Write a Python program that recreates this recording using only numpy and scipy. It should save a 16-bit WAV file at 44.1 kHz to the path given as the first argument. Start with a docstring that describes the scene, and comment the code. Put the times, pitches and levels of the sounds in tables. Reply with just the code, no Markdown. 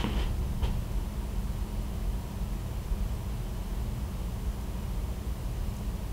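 """At a fly-tying bench in a small room, a tier sets something down, shifts his arm and trims a deer-hair head.
First the impact rings the modes of the wood, and shirt cloth brushes by stick-slip friction over the
low rumble of the arm. Later, hairs part at a razor blade with faint ticks. Under it all lie the rumble
and wavering hum of a machine and the electronic hiss of the microphone."""
import sys
import numpy as np
from scipy import signal
from scipy.fft import rfft, irfft
from scipy.io import wavfile

SR = 44100
rng = np.random.default_rng(int(sys.argv[2]) if len(sys.argv) > 2 else 0)


def unload_audio(sound):
    """Save the sound as a 16-bit wav file, at the path given as the first command line argument."""
    columns = np.transpose(np.atleast_2d(sound))
    # keep every value between -1 and 1, then stretch to whole-number steps
    steps = np.round(np.clip(columns, -1, 1) * 32767)
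    wavfile.write(sys.argv[1], SR, steps.astype(np.int16))


N = 269892
TIME = np.arange(N) / SR
BINS_HZ = np.fft.rfftfreq(N, 1 / SR)

# Spectral shapes of the noises: frequency_hz, relative_density_db
HISS_SPECTRUM = [(100, 0), (1500, 0), (4000, -.4), (7000, -2), (11000, -3.2), (15500, -4.2)]
RUMBLE_SPECTRUM = [(5, -38), (14, -10), (36, -14.5), (46, 1.5), (66, -6), (95, -9.5), (125, -13),
                   (152, -17), (185, -13), (225, -23.5), (300, -29.5), (600, -54)]
AIR_SPECTRUM = [(120, -13), (250, -2.5), (370, 1.5), (500, -2.5), (660, -5), (800, -5.5), (1000, -5),
                (1160, -8.5), (1400, -14.5), (2400, -18), (3050, -15), (3600, -22.5), (8000, -34)]
ARM_SPECTRUM = [(10, -35), (33, 0.5), (52, -2.5), (70, -4.5), (95, -16), (160, -41), (400, -68)]
CLOTH_SPECTRUM = [(80, 9.5), (200, 8), (400, 6.5), (660, -5), (850, 3), (1050, -2), (1300, -5.5),
                  (1700, -6), (2500, -11.5), (3100, -1.5), (3700, -56), (5000, -24), (9000, -55)]
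FIBRE_SPECTRUM = [(1500, 0.5), (3200, 13), (4500, 4), (6000, -2.5), (8500, -5.5), (12000, -22),
                  (16000, -35)]
HOLLOW_SPECTRUM = [(120, -26), (250, -2), (520, 0), (680, -8), (830, -1.5), (1030, -1), (1300, -15),
                   (2200, -37)]
HAIR_SPECTRUM = [(1500, -23), (3500, -2), (5500, 2), (8000, 2), (11000, -5), (16000, -10)]
# Side part of the hiss against its common part: frequency_hz, relative_db
HISS_SIDE = [(100, -25.5), (2200, -38), (3500, -33), (5500, -13), (9000, -9), (14000, -7)]
# Hum lines of the machine: pitch_hz, rms_db, waver_fraction
HUM_LINES = [(41.5, -40.5, 0.63), (60, -40.5, 0.1), (84.2, -48.5, 0.25), (115.7, -46, 0.62),
             (136.5, -50.5, 0.67), (180.6, -51.5, 0.36), (208.9, -48.5, 0.35), (301, -62.5, 0.26),
             (370, -62.5, 0.94), (634.5, -66, 0.2), (661, -67, 0.04), (949, -66.5, 1)]
# Movements of the arm: middle_s, half_length_s, level_db
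ARM_MOVES = [(0.24, .2, -29), (0.714, 0.16, -26.5), (3.016, 0.16, -30), (5.674, 0.071, -29)]
# Brushes of the shirt: peak_s, rise_s, t60_s, level_db, fibre_share_db, hollow_share_db
CLOTH_BRUSHES = [(.004, 0.028, 0.24, -36.5, -6, -14), (.062, .02, 0.68, -38.5, -11, -10.5),
                 (.208, 0.075, 0.34, -39, -7.5, -8), (.636, .014, 0.32, -42, -4, 2.5),
                 (3.11, .02, .15, -57, -10, -12)]
# Contacts of the object with the bench: start_s, relative_db, contact_s
BENCH_CONTACTS = [(.042, -16.5, 0.000044), (0.0481, -23.5, 0.0017), (.059, -26, .0012),
                  (0.0677, -21, 0.0018), (0.0757, -20.5, 0.0023)]
# Modes of the bench: pitch_hz, relative_db, t60_s
BENCH_MODES = [(132, -12.5, 0.1), (213, -7, 0.14), (308, -12, 0.075), (430, -8, 0.038), (730, -23, .03),
               (970, -5.5, 0.018), (1250, -35, 0.0056), (2040, -6.5, 0.0036), (2690, -12, 0.01),
               (3000, -17, 0.018)]
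# Single hairs parting: start_s, level_db
HAIR_SNAPS = [(.918, -51), (4.61, -53), (5.512, -55), (5.739, -52), (5.766, -46.5), (5.785, -51)]
# Reverberation time of the room: frequency_hz, t60_s
ROOM_DECAY = [(150, 0.32), (1000, 0.092), (3000, 1), (10000, 0.098)]


def gain_of(db):
    """Amplitude grows tenfold per 20 dB."""
    return 10 ** (np.asarray(db) / 20)


def unit_rms(x):
    """Normalisation to unit power."""
    return x / np.sqrt(np.mean(x ** 2) + 1e-20)


def curve_at(points, hz):
    """Interpolation on a log-frequency axis."""
    f, value = np.transpose(points)
    return np.interp(np.log(hz + 1), np.log(f + 1), value)


def add(mix, start_s, sound):
    """Superposition of a delayed sound."""
    part = mix[max(round(start_s * SR), 0):][:len(sound)]
    part += sound[:len(part)]


def coloured(x, spectrum):
    """Spectral shaping, at unit rms."""
    return unit_rms(irfft(rfft(x) * gain_of(curve_at(spectrum, BINS_HZ)), N))


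def noise(spectrum):
    """Stationary filtered Gaussian noise."""
    return coloured(rng.standard_normal(N), spectrum)


def drift(rate_hz):
    """Low-pass random fluctuation, at unit rms."""
    return unit_rms(irfft(rfft(rng.standard_normal(N)) / (1 + (BINS_HZ / rate_hz) ** 4), N))


def swell(middle_s, half_length_s):
    """Gaussian envelope."""
    return np.exp(-((TIME - middle_s) / half_length_s) ** 2)


def stroke(peak_s, rise_s, t60_s):
    """Gaussian rise, then exponential decay."""
    decay = gain_of(-60 * np.maximum(TIME - peak_s, 0) / t60_s)
    return np.where(TIME < peak_s, swell(peak_s, rise_s), decay)


def microphone_hiss(level_db=-54.5):
    """Electronic noise: an independent side part decorrelates the channels in the treble."""
    mid = noise(HISS_SPECTRUM)
    side = irfft(rfft(noise(HISS_SPECTRUM)) * gain_of(curve_at(HISS_SIDE, BINS_HZ)), N)
    return gain_of(level_db) * np.array([mid + side, mid - side])


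def machine(rumble_db=-36, air_db=-48, waver_hz=2.14):
    """Random modulation of amplitude and phase makes hum lines waver over rumble and moving air."""
    out = gain_of(rumble_db) * noise(RUMBLE_SPECTRUM) + gain_of(air_db) * noise(AIR_SPECTRUM)
    for pitch_hz, rms_db, waver in HUM_LINES:
        modulation = 1 - waver + waver * (drift(waver_hz) + 1j * drift(waver_hz)) / 2
        carrier = np.exp(2j * np.pi * (pitch_hz * TIME + rng.random()))
        out += gain_of(rms_db) * unit_rms((modulation * carrier).real)
    return out


def room(x, reflections_per_s=2000, gap_s=.005):
    """Reverberation: sparse reflections decay exponentially, each band at its own rate."""
    count = SR // 2
    taps = rng.choice([-1., 1.], count) * (rng.random(count) < reflections_per_s / SR)
    taps *= np.arange(count) > gap_s * SR
    hz, t, bands = signal.stft(taps, SR, nperseg=256)
    decay = gain_of(-60 * t / curve_at(ROOM_DECAY, hz)[:, None])
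    tail = signal.istft(bands * decay, SR, nperseg=256)[1]
    return signal.fftconvolve(x, tail / np.linalg.norm(tail))[:N]


def arm_rumble():
    """Handling noise: each movement of the arm modulates the amplitude of a low rumble."""
    envelope = sum(gain_of(db) * swell(middle_s, half_s) for middle_s, half_s, db in ARM_MOVES)
    return envelope * noise(ARM_SPECTRUM)


def shirt_cloth(slips_per_s=5000, spread_db=2, fibre_lag_s=0.011):
    """Stick-slip friction: threads catch and slip; speed adds fibre hiss, pressure a hollow body."""
    size = gain_of(spread_db * np.minimum(rng.exponential(1, N), 4)) * rng.choice([-1, 1], N)
    slips = size * (rng.random(N) < slips_per_s / SR)
    slips += 0.23 * rng.standard_normal(N)  # smooth part of the friction
    rub_power, fibre_power, hollow_power = np.zeros((3, N))  # incoherent sounds add in power
    for peak_s, rise_s, t60_s, db, fibre_db, hollow_db in CLOTH_BRUSHES:
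        push = gain_of(db) * stroke(peak_s, rise_s, t60_s)
        rub_power += push ** 2
        hollow_power += (gain_of(hollow_db) * push) ** 2
        # the cloth is pressed first and picks up speed later
        fibre_power += (gain_of(db + fibre_db) * stroke(peak_s + fibre_lag_s, rise_s, t60_s)) ** 2
    rub = np.sqrt(rub_power) * coloured(slips, CLOTH_SPECTRUM)
    fibres = np.sqrt(fibre_power) * coloured(slips, FIBRE_SPECTRUM)
    return rub + fibres + np.sqrt(hollow_power) * noise(HOLLOW_SPECTRUM)


def bench_knock(top_hz=3300):
    """Modal ringing: a hard contact excites all modes, longer settling ones mainly the low modes."""
    t, out = np.arange(SR // 2) / SR, np.zeros(N)
    for start_s, contact_db, contact_s in BENCH_CONTACTS:
        ring = np.zeros(len(t))
        for pitch_hz, mode_db, t60_s in BENCH_MODES:
            mode = gain_of(mode_db - 60 * t / t60_s) * np.sin(2 * np.pi * pitch_hz * t)
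            ring += mode / (1 + (pitch_hz * contact_s) ** 2)
        add(out, start_s, gain_of(contact_db) * ring)
    # the wood carries almost nothing above its top mode
    return signal.sosfilt(signal.butter(10, top_hz, fs=SR, output="sos"), out)


def razor_blade(snap_t60_s=0.025):
    """Fracture: each hollow hair parts with a tiny, fast-decaying burst of noise."""
    t, envelope = np.arange(SR // 8) / SR, np.zeros(N)
    for start_s, level_db in HAIR_SNAPS:
        add(envelope, start_s, gain_of(level_db - 60 * t / snap_t60_s))
    return envelope * noise(HAIR_SPECTRUM)


def scene(reverb_db=-9.0):
    """Superposition at one close microphone; only the hiss differs between the channels."""
    direct = bench_knock() + razor_blade()
    reflected = gain_of(reverb_db) * room(direct)
    return direct + reflected + shirt_cloth() + arm_rumble() + machine() + microphone_hiss()


def record(dry, edge_hz=15750):
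    """Band limiting by a steep linear-phase low-pass filter."""
    taps = signal.firwin(1023, edge_hz, window=("kaiser", 9), fs=SR)
    return signal.oaconvolve(dry, taps[None], "same")


dry = scene()
out = record(dry)
unload_audio(out)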